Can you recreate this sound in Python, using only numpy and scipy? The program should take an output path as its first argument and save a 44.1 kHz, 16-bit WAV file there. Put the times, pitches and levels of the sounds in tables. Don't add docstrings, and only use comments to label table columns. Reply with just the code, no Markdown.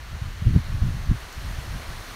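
import sys
import numpy as np
from scipy import signal
from scipy.fft import rfft
from scipy.io import wavfile

SR = 44100
rng = np.random.default_rng(int(sys.argv[2]) if len(sys.argv) > 2 else 0)


def dump_mix(stems):
    frames = np.atleast_2d(stems).T
    limited = np.clip(frames, -1, 1)
    pcm = np.round(limited * 32767).astype(np.int16)
    wavfile.write(sys.argv[1], SR, pcm)


N = 94815


def amp(db):
    return 10 ** (np.asarray(db) / 20)


def unit_rms(x):
    return x / np.sqrt(np.mean(x ** 2) + 1e-20)


def at_hz(points, hz):
    f, value = np.transpose(points)
    return np.interp(np.log(hz + 1), np.log(f + 1), value)


def at_time(points, t):
    return np.interp(t, *np.transpose(points))


def coloured(noise, points, shift=1):
    gain = amp(at_hz(points, np.fft.rfftfreq(N, 1 / SR) / shift))
    return unit_rms(np.fft.irfft(rfft(noise) * gain, N))


def blurred(x, width, axis):
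    n = x.shape[axis]
    gain = np.exp(-(np.fft.rfftfreq(n) * width * 2) ** 2)
    return unit_rms(np.fft.irfft(rfft(x.swapaxes(axis, -1)) * gain, n).swapaxes(axis, -1))


# (time [s], strength [dB re full wind])
WIND_STRENGTH = [(0, -5), (.35, -4.5), (.7, -3), (1.05, -2.5), (1.35, -0.6), (1.55, 0.1), (1.85, 0.1),
                 (2.15, 1)]
# (frequency [Hz], density [dB])
RUSTLE_SPECTRUM = [(20, -4.5), (150, -4.5), (300, -1.5), (450, -4), (700, -1.4), (850, -3), (1100, 0.0),
                   (1400, -1), (1800, -1.2), (2200, -4.5), (2550, -7), (3000, -7), (3700, -8.5), (4350, -6),
                   (4800, -12), (5600, -11.5), (6250, -11.5), (6600, -15), (7000, -14), (7400, -19),
                   (8000, -18.5), (8500, -16.1), (9100, -18), (9900, -16), (10600, -21.5), (11200, -20.5),
                   (11650, -17.5), (12300, -21.5), (13300, -19.2), (14100, -24), (14900, -21), (15700, -29)]
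# (frequency [Hz], slope [dB/dB])
WIND_RESPONSE = [(500, 1.), (1000, 0.83), (1700, 0.55), (3000, 0.43), (4200, 0.77), (5100, 0.94),
                 (6300, 0.73), (8500, 1.), (10500, 1.1), (15000, 1)]


def rustle(level_db=-41, patch_db=0.52, patch_hz=756, patch_s=0.058, flutter_db=-0.35, flutter_s=0.06):
    size = 512
    frames = dict(fs=SR, nperseg=size, noverlap=size - size // 4)
    hiss = coloured(rng.standard_normal(N), RUSTLE_SPECTRUM)
    hz, t, spectra = signal.stft(hiss, **frames)
    patches = blurred(rng.standard_normal(spectra.shape), patch_hz / hz[1], axis=0)
    patches = blurred(patches, patch_s / t[1], axis=1)
    flutter = blurred(rng.standard_normal(len(t)), flutter_s / t[1], axis=0)
    wind_db = at_hz(WIND_RESPONSE, hz)[:, None] * at_time(WIND_STRENGTH, t)
    gain = amp(wind_db + patch_db * patches + flutter_db * flutter)
    _, leaves = signal.istft(spectra * gain, **frames)
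    return amp(level_db) * leaves[:N]


# (time [s], level [dB])
RUMBLE_LEVEL = [(0, -39), (.11, -38.5), (.14, -29), (.2, -39.5), (.27, -29.5), (.33, -35), (.39, -36),
                (.425, -34), (.48, -17.5), (.52, -23.5), (.565, -16.5), (.585, -22.5), (.63, -34.5),
                (.69, -28.5), (.755, -23), (.8, -31), (.835, -20.5), (.89, -24), (.93, -28), (1.02, -30),
                (1.07, -32.5), (1.115, -19.5), (1.16, -31), (1.2, -42), (1.24, -37.5), (1.27, -42),
                (1.34, -47.5), (1.38, -30), (1.41, -36.5), (1.48, -28.5), (1.64, -38), (1.72, -29),
                (1.79, -37), (1.84, -42.5), (1.9, -35.5), (2.01, -37), (2.05, -49), (2.11, -37.5),
                (2.15, -50)]
# (frequency [Hz], density [dB])
RUMBLE_SPECTRUM = [(10, -18), (26, -0.5), (52, -0.5), (90, 0.5), (130, -4.5), (180, -9.5), (250, -20.5),
                   (350, -28), (480, -59), (1000, -76), (3000, -100)]


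def buffeting(ref_db=-23.5, octaves_per_db=0.038, steady_s=0.021, layers=5):
    level_db = at_time(RUMBLE_LEVEL, np.arange(N) / SR)
    noise, air = rng.standard_normal(N), np.zeros(N)
    steps_db = np.linspace(level_db.min(), level_db.max(), layers)
    for step_db, share in zip(steps_db, np.eye(layers)):
        crossfade = np.interp(level_db, steps_db, share)
        shift = 2 ** (octaves_per_db * (step_db - ref_db))
        air += crossfade * coloured(noise, RUMBLE_SPECTRUM, shift)
    power = abs(blurred(air ** 2, steady_s * SR, axis=0))
    return amp(level_db) * unit_rms(air / np.sqrt(power + 1e-6))


# (time [s], peak [dB], half width [s], polarity [+1 push, -1 suction])
EDDY_HITS = [(0.222, -17.5, 0.0027, -1), (0.424, -18, .002, 1), (0.4713, -7, 0.0031, 1),
             (0.486, -19, 0.0033, -1), (0.548, -17, 0.0058, 1), (0.563, -1, 0.0021, 1),
             (0.573, -16, 0.0015, -1), (0.7506, -12, 0.0028, -1), (0.824, -9, 0.0041, -1),
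             (0.886, -21, 0.00185, -1), (1.101, -11, 0.0051, -1), (1.115, -10, 0.0017, -1),
             (1.588, -20, 0.0029, 1), (1.764, -26, 0.0058, 1), (1.894, -28, 0.0044, 1)]


def eddies(tear_db=-24.5, tear_hz=335):
    t, out = np.arange(N) / SR, np.zeros(N)
    lowpass = signal.butter(2, tear_hz, fs=SR, output="sos")
    tear = unit_rms(signal.sosfilt(lowpass, rng.standard_normal(N)))
    for centre_s, peak_db, width_s, polarity in EDDY_HITS:
        u = (t - centre_s) / width_s
        swing = polarity * (1 - u ** 2) * np.exp(-u ** 2 / 2)
        core = amp(peak_db + tear_db) * tear * np.exp(-(u / 2) ** 2)
        out += amp(peak_db) * (swing + core)
    return out


# (time [s], level [dB])
TICK_HITS = [(.7345, -52), (1.3266, -41)]
# (frequency [Hz], density [dB])
LEAFLET_SPECTRUM = [(2000, -22), (4300, -3), (6400, 4), (8000, -3), (10500, -13), (13400, 1), (15000, -22)]


def leaflet_ticks(rise_s=0.00075):
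    t, out = np.arange(N) / SR, np.zeros(N)
    scrape = coloured(rng.standard_normal(N), LEAFLET_SPECTRUM)
    for start_s, level_db in TICK_HITS:
        u = np.maximum(t - start_s, 0) / rise_s
        out += amp(level_db) * u * np.exp(1 - u) * scrape
    return out


def scene():
    return (rustle() + leaflet_ticks() + buffeting() + eddies())[None]


def record(dry):
    cutoff_hz = 15780
    lowpass = signal.firwin(1023, cutoff_hz, window=("kaiser", 9), fs=SR)
    return signal.oaconvolve(dry, lowpass[None], "same")


dry = scene()
out = record(dry)
dump_mix(out)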